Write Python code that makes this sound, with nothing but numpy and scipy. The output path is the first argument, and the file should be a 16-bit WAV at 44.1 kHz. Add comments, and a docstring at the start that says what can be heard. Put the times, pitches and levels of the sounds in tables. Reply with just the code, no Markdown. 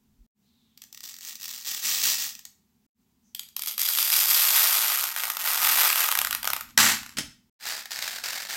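"""A pin-art toy is tipped over a wooden table in a live room with a low drone.
Hands rumble on the frame; plastic pins scrape through the perforated plate and tap to a stop on their heads.
Tipped the other way, their tips rain on the clear cover, which rings like a small drum.
The toy is turned over, all pins crash back at once, and its feet knock on the table.
Last, fingers push pins up from below in rustling, ticking strokes."""
import sys
import numpy as np
from scipy import signal
from scipy.io import wavfile
from scipy.ndimage import uniform_filter1d

SR = 44100
rng = np.random.default_rng(int(sys.argv[2]) if len(sys.argv) > 2 else 0)


def wav_record(signal):
    """Record a signal, one row per channel, as 16-bit PCM in the file named by sys.argv[1]."""
    frames = np.transpose(np.atleast_2d(signal))
    bounded = np.clip(frames, -1, 1)
    # unit amplitude maps onto the largest positive 16-bit level
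    quanta = np.round(bounded * 32767).astype(np.int16)
    wavfile.write(sys.argv[1], SR, quanta)


N = 377496
TIME = np.arange(N) / SR


def amp(db):
    """Decibels to gain."""
    return 10 ** (np.asarray(db) / 20)


def curve_at(points, hz):
    """Reads a curve drawn on a log-frequency axis."""
    point_hz, value = np.transpose(points)
    return np.interp(np.log(hz + 1), np.log(point_hz + 1), value)


def unit_energy(x):
    """Scales to energy one."""
    return x / np.sqrt(np.sum(x ** 2) + 1e-20)


def add(mix, start_s, sound):
    """Mixes a sound in at its start time."""
    part = mix[max(round(start_s * SR), 0):][:len(sound)]
    part += sound[:len(part)]


def colour(x, eq, size=4096):
    """Shapes the tone with a causal filter of energy one that follows the EQ curve."""
    log_gain = np.log(amp(curve_at(eq, abs(np.fft.fftfreq(size, 1 / SR)))))
    minimum_phase = np.exp(np.conj(signal.hilbert(log_gain)))
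    response = np.fft.ifft(minimum_phase).real[:size // 2]
    return signal.oaconvolve(x, unit_energy(response))[:N]


def ring(x, modes, size=4096):
    """A plate or pin answers each hit with its dying modes and hardly radiates below the lowest."""
    t = np.arange(size) / SR
    response = sum(amp(db) * width * np.exp(-np.pi * width * t) * np.cos(2 * np.pi * hz * t)
                   for hz, width, db in modes)
    low_cut = signal.butter(2, .8 * modes[0][0], "high", fs=SR, output="sos")
    return signal.oaconvolve(x, unit_energy(signal.sosfilt(low_cut, response)))[:N]


def swell(rows, rise_s, fall_db=-13.5):
    """Envelope: each row rises, holds and is down by fall_db after its length; overlaps add in power."""
    power = np.zeros(N)
    for start_s, length_s, level_db in rows:
        age = np.maximum(TIME - start_s, 0)
        attack = np.minimum(age / rise_s, 1)
        thinning_db = fall_db * np.minimum(age / length_s, 2) ** 3.55
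        power += (attack * amp(level_db + thinning_db) * (age < 2 * length_s)) ** 2
    return np.sqrt(power)


def knock(at_s, decay_s, snap):
    """One contact grazes, snaps and chatters, scattered by table and frame; gives start and sound."""
    lead_s, graze_s, echo_s, echo_db = .003, .0008, .018, -19
    t = np.arange(2000) / SR - lead_s
    chatter = np.exp(np.where(t < 0, t / graze_s, -t / decay_s))
    echoes = amp(echo_db) * (t > 0) * np.exp(-abs(t) / echo_s)
    sound = rng.standard_normal(len(t)) * (chatter + echoes)
    sound[np.argmin(abs(t))] = snap * rng.choice([-1, 1])
    return at_s - lead_s, unit_energy(sound) * np.sqrt(lead_s * SR)  # energy of 3 ms at full level


def blows(rows, snap):
    """Knocks at given moments, each with its own level and decay."""
    out = np.zeros(N)
    for at_s, level_db, decay_s in rows:
        start_s, sound = knock(at_s, decay_s, snap)
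        add(out, start_s, amp(level_db) * sound)
    return out


def clicks(rows, decay_s, snap):
    """Single pins that share one decay, each with its own chatter."""
    return blows([(at_s, level_db, decay_s) for at_s, level_db in rows], snap)


def shower(flow, peak_per_s, crowding, spread_db, decay_s, snap):
    """Pins land at random; a louder flow is mostly more pins a second."""
    rate = peak_per_s * (flow / flow.max() + 1e-9) ** crowding
    lands = (rng.random(N) < rate / SR) & (flow > 0)
    strength = amp(spread_db * np.clip(rng.standard_normal(N), -2, 2))
    grains = [knock(0, decay_s, snap)[1] for _ in range(400)]
    which = rng.integers(0, len(grains), N)
    out = np.zeros(N)
    for i in np.flatnonzero(lands):
        add(out, i / SR, strength[i] * grains[which[i]])
    power = abs(uniform_filter1d(uniform_filter1d(out ** 2, size=1100), size=1100))
    return flow * out / np.sqrt(power + 1e-3)  # the flow sets the loudness over any few pins


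def room_air():
    """Still air with a low drone."""
    # tone of the air: freq_hz, gain_db
    air_eq = [(20, -35.5), (55, -6), (130, -9), (185, -3.5), (210, 2.5), (250, -0.5), (290, -16),
              (380, -14.5), (560, -29), (850, -20.5), (1400, -28), (7500, -27), (9500, -33), (13500, -26.5)]
    return amp(-69) * colour(rng.standard_normal(N), air_eq)


def handling():
    """Hands shift on the frame with a dull rumble."""
    # moves of the hands: start_s, length_s, level_db
    moves = [(0, 0.36, -69), (1.8, 0.57, -67), (5.58, 0.35, -56.5), (6.13, 1, -57.5), (6.76, .3, -52),
             (7.13, 0.17, -49.5), (7.87, 1, -66.5)]
    # tone of the rumble: freq_hz, gain_db
    hand_eq = [(20, -10.5), (45, -7), (75, -6.5), (125, -5.5), (165, -17), (235, -0.5), (400, -28.5),
               (700, -38), (3000, -50)]
    return colour(rng.standard_normal(N), hand_eq) * swell(moves, rise_s=.06)


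def table_bump(at_s=.215, level_db=-48, pitch_hz=42.3, width_s=.019):
    """A soft, deep bump on the table."""
    t = TIME - at_s
    return amp(level_db) * np.exp(-(t / width_s) ** 2) * np.sin(2 * np.pi * pitch_hz * t)


def pin_scrapes():
    """Loose pins rub through their holes: friction noise in one resonance that sinks as they slide."""
    # slides before the first pin lands: start_s, length_s, level_db, pitch_hz
    slides = [(0.414, 0.59, -74.5, 4050), (3.22, 0.12, -69, 6200)]
    sag_hz_per_s, width_hz = 1800, 540
    pole = np.exp(-np.pi * width_hz / SR)
    out = np.zeros(N)
    for start_s, length_s, level_db, pitch_hz in slides:
        glide_hz = pitch_hz - sag_hz_per_s * (TIME - start_s)
        carrier = np.exp(2j * np.pi * np.cumsum(glide_hz) / SR)
        rub = (carrier * signal.lfilter([1], [1, -pole], rng.standard_normal(N) / carrier)).real
        out += rub / rub.std() * swell([(start_s, length_s, level_db)], rise_s=.061)
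    return out


def heads_on_plate():
    """Pins slide out until their heads tap the perforated plate and set it ringing."""
    # first and last pins, heard singly: time_s, level_db
    lone_pins = [(0.7763, -44.5), (0.8197, -38.4), (0.8388, -42.2), (0.9281, -39.4), (0.9473, -39.0),
                 (0.9751, -38.8), (1.0064, -38.4), (1.0384, -35.5), (1.0951, -37.2), (1.1418, -38.4),
                 (1.166, -40.9), (1.1871, -39.0), (1.2093, -39.3), (1.2946, -33.8), (1.3554, -35.5),
                 (2.3522, -36.3), (2.3928, -38.2), (2.4532, -34.4)]
    # bunches freed by each nudge of the tilt: start_s, length_s, level_db
    bunches = [(1.005, .15, -39.5), (1.205, 0.17, -37), (1.385, 0.28, -35), (1.633, 0.21, -29.5),
               (1.81, 0.3, -24), (2.0, 0.19, -20.5), (2.16, .15, -27)]
    # tone of a head's tap: freq_hz, gain_db
    head_eq = [(60, -33), (150, -29), (230, -15.5), (550, -22), (750, -16), (1500, -15), (2250, -8),
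               (3500, -3), (5800, -0.5), (8200, -4.5), (9000, -12), (11000, -11), (12000, -4.5),
               (15500, -3)]
    # resonances of the plate: pitch_hz, width_hz, gain_db
    plate_modes = [(1210, 120, -1.5), (1910, 65, 10.5), (2700, 220, 1), (3280, 160, -11.5),
                   (4800, 370, 2.5), (5840, 260, 8), (6000, 200, -8.5), (7300, 750, -1)]
    flow = swell(bunches, rise_s=.044)
    trickle = shower(flow, peak_per_s=1900, crowding=.8, spread_db=3, decay_s=.0016, snap=3)
    taps = amp(-2) * trickle + amp(.5) * clicks(lone_pins, decay_s=.0016, snap=1.5)
    return amp(.5) * colour(taps, head_eq) + amp(-13.5) * ring(taps, plate_modes)


def tips_on_cover():
    """Pin tips rain on the cover, which rings like a small drum; the first pins stand free and ring too."""
    # pins that land alone around the pours: time_s, level_db
    lone_pins = [(3.3497, -25.9), (3.3952, -24.7), (3.4338, -40.7), (3.4883, -44.8), (3.5661, -23.3),
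                 (3.5942, -25.8), (3.6215, -25.4), (3.6362, -27.6), (3.6612, -25.0), (3.6735, -24.2),
                 (3.7802, -22.4), (3.8168, -19.9), (3.8886, -18.8), (3.9871, -17.1), (4.1024, -17.5),
                 (4.1213, -17.8), (5.0397, -21.1), (5.1635, -23.9), (5.2363, -22.7), (5.3019, -21.9),
                 (5.37, -24.0), (5.9586, -20.3), (6.0062, -17.5), (6.04, -22.4), (6.0884, -20.5),
                 (6.1161, -18.2), (6.1248, -20.0), (6.1533, -18.6), (6.1747, -23.1), (6.1896, -15.1),
                 (6.2159, -19.1), (6.2486, -20.3), (6.2718, -22.9), (6.3097, -21.6), (6.3286, -20.0),
                 (6.3498, -20.4), (6.4308, -26.3), (6.4449, -26.2), (6.4538, -24.0), (6.4753, -18.2),
                 (6.5029, -22.3), (6.5339, -19.5), (6.5651, -25.2), (6.6099, -29.2)]
    # bunches pouring onto the cover: start_s, length_s, level_db
    pours = [(3.6, 0.065, -38.5), (3.655, 0.089, -28), (3.775, 0.75, -24), (3.965, 0.14, -23),
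             (4.114, 0.2, -18.5), (4.275, 0.48, -18), (4.53, 0.28, -18.5), (4.71, 0.43, -21.5),
             (5.16, 0.22, -28.5), (5.385, 0.16, -28), (5.445, 0.29, -23.5), (5.61, 0.29, -19.5),
             (5.765, 0.23, -19), (5.955, 0.19, -22.5)]
    # the cover booms more as more pins come to rest on it: time_s, drive_db
    boom_curve = [(3.4, -20), (3.7, -13), (4.3, -7.5), (5.2, -0.5), (6.5, -0.5)]
    # tone of a tip's tick: freq_hz, gain_db
    tip_eq = [(150, -32), (300, -30.5), (480, -23.5), (700, -22.5), (1000, -38.5), (1250, -15.5),
              (1950, -5.5), (2600, -4), (5000, -3), (7200, -4), (11000, -3.5), (11800, 3.5), (14300, 2.5),
              (15000, -9)]
    # resonances of the cover: pitch_hz, width_hz, gain_db
    cover_modes = [(760, 43, -19.5), (820, 140, -6), (940, 66, 3.5), (1114, 98, 2), (1248, 59, 10),
                   (1383, 140, 5.5), (1530, 240, 5.5), (1908, 250, 3.5), (2600, 1400, 2)]
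    # resonances of a free pin: pitch_hz, width_hz, gain_db
    pin_modes = [(3280, 260, 0), (4720, 220, -1)]
    flow = swell(pours, rise_s=.016)
    rain = shower(flow, peak_per_s=1700, crowding=.9, spread_db=4, decay_s=.0009, snap=6)
    singles = clicks(lone_pins, decay_s=.0011, snap=3.5)
    taps = amp(-1.5) * rain + amp(1) * singles
    drive = amp(np.interp(TIME, *np.transpose(boom_curve)))
    cover = amp(-7) * ring((rain + amp(5.5) * singles) * drive, cover_modes)
    pins = amp(-12.5) * ring(taps / (1 + 5 * drive ** 2), pin_modes)
    # what goes into the cover is taken from the bright tick
    ticks = amp(-1.95) * colour(taps / np.sqrt(1 + .1 * drive ** 2), tip_eq)
    return ticks + cover + pins


def drop_and_set_down():
    """The pins crash back, then the feet meet the table; both ring the frame."""
    # a few pins, then all, then the stragglers: start_s, length_s, level_db
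    bunches = [(6.68, 0.052, -53), (6.776, 0.18, -16.5), (6.98, 0.22, -50.5)]
    # blows on the whole frame: time_s, level_db, decay_s
    slams = [(6.7775, -8, 0.00095), (6.787, -20, 0.0034), (6.801, -12.5, 0.0099), (7.032, -36.5, 0.0018),
             (7.063, -38, 0.00091), (7.093, -41, 0.0021)]
    # tone of the crash: freq_hz, gain_db
    crash_eq = [(25, -29.5), (110, -10.5), (160, -16), (230, -5.5), (450, -20.5), (850, -10.5), (1300, -4),
                (2000, -3.5), (3200, -7.5), (5800, -7), (8000, -9), (9200, -15.5), (12500, -10),
                (15500, -19)]
    # feet landing on the table: time_s, level_db, decay_s
    landings = [(7.171, -25, 0.011), (7.185, -18.5, 0.0077), (7.206, -29.5, 0.016)]
    # tone of the feet on wood: freq_hz, gain_db
    foot_eq = [(25, -16.5), (60, -15), (220, -1.5), (600, -14), (1100, -15), (1450, -6), (2600, -10.5),
               (3150, -3.5), (3900, -9), (5200, -4.5), (7500, -13), (11000, -16.5), (15000, -25)]
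    # resonances of the frame with all pins seated: pitch_hz, width_hz, gain_db
    frame_modes = [(1130, 150, -10), (1400, 110, 2), (1860, 63, 6), (2620, 110, 6), (3060, 28, 8),
                   (4550, 45, 3.5), (5300, 60, -5), (5600, 90, 0), (7300, 99, 13)]
    flow = swell(bunches, rise_s=.00067)
    clatter = shower(flow, peak_per_s=1300, crowding=.67, spread_db=2.5, decay_s=.0031, snap=3.6)
    crash = amp(-2.5) * clatter + blows(slams, snap=2.1)
    feet = blows(landings, snap=.62)
    frame = amp(-14.5) * ring(crash + feet, frame_modes)
    return colour(crash, crash_eq) + colour(feet, foot_eq) + frame


def stick_slip(effort, start_s, slips_per_s=48, jitter=.35):
    """Rows of pins slip at uneven gaps, as hard as they are pushed; gives rows of time_s, level_db."""
    gaps_s = np.exp(jitter * rng.standard_normal(70)) / slips_per_s
    times = start_s + np.cumsum(gaps_s)
    return [(s, 20 * np.log10(effort[int(s * SR)] + 1e-9)) for s in times if s < TIME[-1]]


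def finger_push():
    """Fingers lift the pins, which rustle against each other and slip row by row."""
    # finger strokes, the first a light touch: start_s, length_s, level_db
    strokes = [(7.588, 0.12, -37), (7.644, 0.18, -31), (7.895, 0.17, -35.5), (8.003, .22, -33),
               (8.223, 0.28, -31.5), (8.472, 0.32, -32.5)]
    # the clearest snaps of pins past the fingers: time_s, level_db
    accents = [(7.6102, -41.1), (7.655, -31.3), (7.857, -32.9), (7.9079, -32.7), (7.9182, -28.4),
               (7.9604, -30.3), (7.9901, -27.9), (8.0247, -25.7), (8.0783, -27.1), (8.1609, -30.6),
               (8.1852, -30.7), (8.2395, -27.6)]
    # tone of the pushed pins: freq_hz, gain_db
    push_eq = [(80, -26), (280, -18), (450, -13.5), (750, -5), (1200, -6), (1650, 2.5), (3100, -3.5),
               (4600, 1.5), (6200, -4), (8000, -5), (9200, -10.5), (11500, -10), (14200, -6), (15600, -13)]
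    effort = swell(strokes, rise_s=.027)
    rustle = shower(effort, peak_per_s=390, crowding=.47, spread_db=0, decay_s=.003, snap=3.3)
    slips = clicks(stick_slip(effort, start_s=strokes[0][0]), decay_s=.0028, snap=4.8)
    snaps = clicks(accents, decay_s=.0022, snap=3.5)
    return colour(amp(-2.5) * rustle + amp(2.5) * slips + amp(1) * snaps, push_eq)


def room(x, tail_db, tails=4):
    """Each band dies at its own speed; crossfaded tails shift the echoes as pins land in new places."""
    # reverb time of the room: freq_hz, t60_s
    decay_times = [(100, 0.89), (300, 0.14), (800, 0.34), (2000, 0.35), (5000, 0.36), (9000, 0.31),
                   (15000, .32)]
    after_predelay = TIME[:SR] > .008
    out = x.copy()
    for k in range(tails):
        hz, age_s, bands = signal.stft(rng.standard_normal(SR) * after_predelay, SR, nperseg=256)
        decay = amp(-60 * age_s / curve_at(decay_times, hz)[:, None])
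        tail = signal.istft(bands * decay, SR, nperseg=256)[1][:SR]
        send = np.cos(np.pi * (4 * TIME + k / tails)) * np.sqrt(2 / tails)
        out += amp(tail_db) * signal.fftconvolve(x * send, unit_energy(tail))[:N]
    return out


def scene():
    """The four moves of the toy in the room, over a bed of air and handling; mono."""
    toy = pin_scrapes() + heads_on_plate() + tips_on_cover() + drop_and_set_down() + finger_push()
    return (room(toy, tail_db=-8) + room_air() + handling() + table_bump())[None]


def record(dry):
    """The level dips briefly between moves, the loudest peaks are rounded and the top treble is cut."""
    # dips in level: start_s, end_s
    dips = [(.265, .345), (2.865, 2.945), (7.497, 7.587)]
    dip_db, recover_s, ceiling, cutoff_hz = -36, .07, .8, 16050
    gain = np.ones(N)
    for start_s, end_s in dips:
        recovery = np.clip((TIME - end_s) / recover_s, amp(dip_db), 1)
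        gain *= np.where(TIME < start_s, 1, recovery)
    rounded = dry / (1 + (dry / ceiling) ** 6) ** (1 / 6)
    low_pass = signal.firwin(511, cutoff_hz, window=("kaiser", 9), fs=SR)
    return signal.oaconvolve(rounded * gain, low_pass[None], "same")


dry = scene()
out = record(dry)
wav_record(out)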